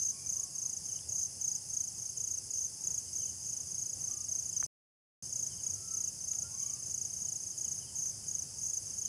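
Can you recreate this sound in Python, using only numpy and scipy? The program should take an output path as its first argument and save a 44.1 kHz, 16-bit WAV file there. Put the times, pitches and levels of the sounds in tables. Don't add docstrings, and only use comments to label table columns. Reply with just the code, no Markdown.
import sys
import numpy as np
from scipy import signal
from scipy.fft import rfft, irfft
from scipy.io import wavfile
from scipy.ndimage import uniform_filter1d

SR = 44100
rng = np.random.default_rng(int(sys.argv[2]) if len(sys.argv) > 2 else 0)


def to_wav(s):
    ch = np.atleast_2d(s).T
    pcm = np.round(np.clip(ch, -1, 1) * 32767)
    wavfile.write(sys.argv[1], SR, pcm.astype(np.int16))


N = 400428

# (time from middle [s], pitch [Hz], level [dB])
WING_STROKE = [(-.0135, 7470, -38), (-.010, 7200, -18), (-.0055, 6740, -2), (-.002, 6550, 0.5),
               (.003, 6160, -2), (.007, 6063, -6.5), (.010, 5850, -24.5), (.013, 5750, -32)]


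def from_db(db):
    return 10 ** (np.asarray(db) / 20)


def unit_rms(x):
    return x / np.sqrt(np.mean(x ** 2) + 1e-20)


def add(out, start_s, sound):
    at = int(round(start_s * SR))
    first, last = max(at, 0), min(at + len(sound), N)
    if last > first:
        out[first:last] += sound[first - at:last - at]


def drift(rate_hz, size=N, count=4200):
    knots = np.sqrt(3 / 2) * rng.standard_normal(count)
    return np.interp(np.arange(size) * rate_hz / SR, np.arange(count), knots)


def noise(spectrum):
    hz, db = np.transpose(spectrum)
    log_hz, knots = np.log(np.arange(N // 2 + 1) * SR / N + 1), np.log(hz)
    beyond = np.abs(log_hz - np.clip(log_hz, knots.min(), knots.max()))
    gain = from_db(np.interp(log_hz, knots, db) - 150 * beyond)
    return unit_rms(irfft(rfft(rng.standard_normal(N)) * gain, N))


def tone(hz):
    return np.sin(2 * np.pi * (np.cumsum(hz) / SR + rng.random()))


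def wing_stroke(shape, octave_db, rough_db, pitch_ratio):
    times_s, hz, db = np.transpose(shape)
    times_s = times_s * np.exp(.06 * rng.normal())
    t = np.arange(times_s[0], times_s[-1], 1 / SR)
    hz = pitch_ratio * np.interp(t, times_s, hz) * (1 + .005 * drift(733, len(t), count=32))
    envelope = from_db(np.interp(t, times_s, db) + rough_db * drift(466, len(t), count=32))
    return times_s[0], envelope * (tone(hz) + from_db(octave_db) * tone(2 * hz))


def cricket(chirps, shape, octave_db, rough_db, first_db, tick_db, pitch_ratio=1):
    settled_gap_s, hurry_s = .0368, .0058
    strokes, ticks = np.zeros(N), np.zeros(N)
    for start_s, count, db in chirps:
        gaps_s = settled_gap_s - hurry_s * .35 ** np.arange(count - 1)
        for k, at_s in enumerate(np.cumsum([start_s, *gaps_s])):
            gain = from_db(db + (0 if k else first_db) + .48 * rng.normal())
            stroke_ratio = pitch_ratio * (1 + .0051 * rng.normal())
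            offset_s, sound = wing_stroke(shape, octave_db, rough_db, stroke_ratio)
            add(strokes, at_s + offset_s, gain * sound)
            add(ticks, at_s - .008, gain * np.hanning(100) * rng.standard_normal(100))
    highpass = signal.butter(2, 14000, "high", fs=SR, output="sos")
    return strokes + from_db(tick_db) * signal.sosfilt(highpass, ticks)


def lead_cricket():
    # (start [s], strokes [count], level [dB])
    chirps = [ (-.032, 5, -30.5), (.300, 5, -30.5), (.634, 5, -32), (1.096, 5, -30.5), (1.418, 5, -29),
              (1.743, 5, -32.5), (2.179, 5, -30.5), (2.511, 5, -31.5), (2.846, 5, -29), (3.159, 5, -32),
              (3.471, 5, -32.5), (3.798, 5, -32.5), (4.110, 5, -33), (4.431, 5, -32.5), (5.332, 5, -29.5),
              (5.640, 4, -30), (5.944, 5, -30), (6.289, 5, -30), (6.601, 5, -31), (6.917, 5, -31),
              (7.225, 5, -31), (7.585, 5, -30.5), (7.961, 5, -31.5), (8.288, 5, -32.5), (8.638, 5, -30),
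              (8.991, 4, -30)]
    song = cricket(chirps, WING_STROKE, octave_db=-27.5, rough_db=1.25, first_db=-1.5, tick_db=-20)
    return from_db(.27) * outdoor_echoes(song, echo_db=0, scatter_db=-17.5, t60_s=.25)


def rival_cricket():
    # (start [s], strokes [count], level [dB])
    chirps = [ (-.012, 4, -28.5), (.266, 4, -30.5), (.556, 4, -31.5), (.860, 4, -32), (1.153, 4, -31),
              (1.420, 4, -33.5), (1.706, 4, -32), (1.994, 4, -32.5), (2.278, 4, -31), (2.557, 4, -31),
              (2.813, 2, -33.5), (3.135, 4, -31.5), (3.425, 4, -36), (3.718, 4, -31.5), (4.013, 4, -29.5),
              (4.290, 4, -27.5), (4.573, 3, -26.5), (5.237, 3, -39), (5.538, 3, -39.5), (5.882, 4, -33),
              (6.212, 4, -33.5), (6.515, 4, -35.5), (6.799, 4, -36), (7.104, 4, -33), (7.406, 4, -35),
              (7.683, 4, -35), (7.970, 4, -32.5), (8.287, 4, -33), (8.589, 4, -33), (8.873, 4, -36)]
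    # (time from middle [s], pitch [Hz], level [dB])
    shape = [(-.010, 6650, -23), (-.008, 6660, -19), (-.004, 6470, -2), (0, 6440, -1.5), (.005, 6190, -1),
             (.010, 5966, -8.5), (0.015, 5660, -23), (.015, 5600, -43)]
    song = cricket(chirps, shape, octave_db=-29.5, rough_db=.5, first_db=-2, tick_db=-36.5)
    return from_db(-.2) * outdoor_echoes(song, echo_db=-.5, scatter_db=-16.5, t60_s=.27)


def outdoor_echoes(x, echo_db, scatter_db, t60_s, sway_s=.000409):
    # (delay [s], level [dB])
    echoes = [(.0023, -13), (.0055, -24.5), (.012, -15.5)]
    t = np.arange(SR // 2) / SR
    tail = rng.standard_normal(len(t)) * from_db(-60 * t / t60_s)
    out = x + from_db(scatter_db) * signal.fftconvolve(x, tail / np.linalg.norm(tail))[:N]
    for delay_s, db in echoes:
        read_at = np.arange(N) - (delay_s + sway_s * drift(2)) * SR
        out += from_db(db + echo_db) * np.interp(read_at, np.arange(N), x, left=0)
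    return out


def far_crickets(level_db, every_s, count):
    out = np.zeros(N)
    for detune in np.linspace(-.02, .02, count):
        period_s = every_s * rng.uniform(.85, 1.15)
        starts_s = period_s * (np.arange(36) - rng.random() + rng.normal(0, .06, 36))
        chirps = [(start_s, 4, level_db + rng.normal()) for start_s in starts_s]
        out += cricket(chirps, WING_STROKE, octave_db=-24.5, rough_db=2.5, first_db=-1.5,
                       tick_db=-32.5, pitch_ratio=1 + detune)
    return out


def low_chirps(clear_gain_db, crowd_db, top_hz, bottom_hz, length_s=.048, gap_s=.065):
    # (time [s], notes [count], level [dB])
    chirps = [(.890, 2, -62), (3.208, 2, -59.5), (4.549, 1, -65), (5.518, 2, -61), (6.617, 2, -62),
              (7.646, 1, -61), (7.816, 2, -59.5), (9.05, 1, -61)]
    out, progress = np.zeros(N), np.linspace(0, 1, int(length_s * SR))
    clear = [(at_s + k * gap_s, db + clear_gain_db) for at_s, count, db in chirps for k in range(count)]
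    crowd = [(at_s, crowd_db + rng.normal(0, 3)) for at_s in rng.uniform(0, N / SR, 90)]
    glide_hz = top_hz + (bottom_hz - top_hz) * progress
    for at_s, db in clear + crowd:
        hz = glide_hz * (1 + .011 * rng.normal() + .006 * drift(302.6, len(progress)))
        add(out, at_s - length_s / 4, from_db(db) * np.sin(np.pi * progress) * tone(hz))
    return out


def housing_touches():
    # (start [s], ring [Hz], rise [s], peak [dB])
    clicks = [(.990, 3050, 0.00082, -47), (1.030, 3480, .003, -60), (4.6274, 1425, 0.00043, -30.5),
              (4.629, 88, 0.0086, -47.5), (6.335, 2600, 0.00011, -37), (8.060, 2190, 0.00021, -47)]
    out, t = np.zeros(N), np.arange(SR // 8) / SR
    for start_s, hz, rise_s, db in clicks:
        envelope = (t / rise_s * np.exp(1 - t / rise_s)) ** 2
        add(out, start_s, from_db(db) * envelope * np.sin(2 * np.pi * hz * (t - rise_s)))
    return out


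def far_tones(gain_db, flutter_db):
    # (start [s], length [s], pitch [Hz], glide [Hz/s], level [dB])
    tones = [(.0, .85, 1096, -20.5, -74.5), (.0, .95, 730, -9.5, -73.5), (2.547, 0.62, 919, 30, -81),
             (4.068, 0.25, 1197, 150, -66), (5.737, 0.35, 1329, -60, -66), (6.289, 0.31, 1385, 560, -70),
             (6.42, 0.27, 1080, 400, -71), (6.6, .26, 1172, 437, -67)]
    out = np.zeros(N)
    for start_s, length_s, pitch_hz, glide_hz_per_s, db in tones:
        progress = np.linspace(0, 1, int(length_s * SR))
        hz = pitch_hz + glide_hz_per_s * length_s * (progress - .5)
        hz *= 1 + .008 * drift(201.4, len(progress))
        gain = from_db(db + gain_db + flutter_db * drift(30.2, len(progress)))
        add(out, start_s, gain * np.sin(np.pi * progress) * tone(hz))
    return out


def far_buzzes(relative_width):
    # (start [s], length [s], pitch [Hz], level [dB])
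    buzzes = [(0.131, 0.21, 2370, -68), (1.159, 0.097, 5170, -51), (1.45, 0.19, 5050, -54),
              (4.498, 0.11, 5110, -53), (6.516, 0.28, 2260, -73)]
    out = np.zeros(N)
    for start_s, length_s, hz, db in buzzes:
        size = int(length_s * SR)
        buzz = unit_rms(drift(relative_width * hz, size) * tone(np.full(size, hz)))
        add(out, start_s, from_db(db) * np.sin(np.linspace(0, np.pi, size)) * buzz)
    return out


def far_yaps(level_db, low_hz, high_hz, length_s, count=70):
    out, progress = np.zeros(N), np.linspace(0, 1, int(length_s * SR))
    for when, height, faintness, bend in rng.random((count, 4)):
        hz = low_hz * (high_hz / low_hz) ** height * (1 + .05 * (bend - .5) * progress)
        gain = from_db(level_db - 3 * faintness - 4.5 * height)
        add(out, when * N / SR, gain * np.sin(np.pi * progress) * tone(hz))
    return out


def far_trills():
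    # (centre [Hz], width [Hz], rms level [dB])
    bands = [(2630, 130, -83), (3026, 460, -79.5)]
    return sum(from_db(db) * unit_rms(drift(width_hz) * tone(hz + width_hz / 4 * drift(40)))
               for hz, width_hz, db in bands)


def far_whine(hz, level_db, fade_db):
    return from_db(level_db + fade_db * drift(2)) * tone(hz * (1 + .014 * drift(150)))


def insect_hiss(level_db):
    # (frequency [Hz], relative density [dB])
    spectrum = [(3900, -33.5), (4400, -16.5), (4800, -3), (5200, 1), (5650, -4), (6400, 4), (7150, -6.5),
                (7600, -1), (8250, -7.5), (9100, 0.5), (9750, -9), (10250, -3.5), (11000, -8.5),
                (11800, -23.5)]
    return from_db(level_db + .5 * drift(60)) * noise(spectrum)


def distant_rumble(start_db, rise_db_per_s):
    # (frequency [Hz], relative density [dB])
    spectrum = [(22, -37), (40, -21.5), (55, -9.5), (70, -6), (87, 1.5), (105, -.5), (130, -1), (200, -8.5),
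                (270, -14), (500, -18), (850, -22), (1150, -26.5), (2000, -29.5), (3800, -35.5)]
    return from_db(start_db + rise_db_per_s * np.arange(N) / SR + .98 * drift(9)) * noise(spectrum)


def evening_air(level_db):
    # (frequency [Hz], relative density [dB])
    spectrum = [(1500, -3.5), (4000, -1.5), (11500, 2), (13200, -0.5), (14200, -5.5), (15600, 3)]
    return from_db(level_db) * noise(spectrum)


def scene():
    near = lead_cricket() + rival_cricket()
    chorus = far_crickets(level_db=-47, every_s=.31, count=5)
    chorus += low_chirps(clear_gain_db=-2.5, crowd_db=-75.5, top_hz=3280, bottom_hz=2829)
    chorus = outdoor_echoes(chorus, echo_db=-4, scatter_db=-7, t60_s=.357)
    distant = far_tones(gain_db=.5, flutter_db=4) + far_buzzes(relative_width=.092)
    distant += far_whine(hz=817, level_db=-85, fade_db=5) + far_trills()
    distant += far_yaps(level_db=-67.5, low_hz=339, high_hz=1003, length_s=.12)
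    background = insect_hiss(level_db=-47) + distant_rumble(start_db=-58, rise_db_per_s=.0933)
    background += evening_air(level_db=-68)
    return np.tile(near + chorus + distant + background + housing_touches(), (2, 1))


def record(dry):
    off_s, on_s, cutoff_hz = 4.665, 5.224, 15550
    t = np.arange(N) / SR
    gate = uniform_filter1d(1. * ((t < off_s) | (t > on_s)), size=40)
    lowpass = signal.ellip(12, .1, 80, cutoff_hz, fs=SR, output="sos")
    return signal.sosfilt(lowpass, dry * gate + 1e-18)


dry = scene()
out = record(dry)
to_wav(out)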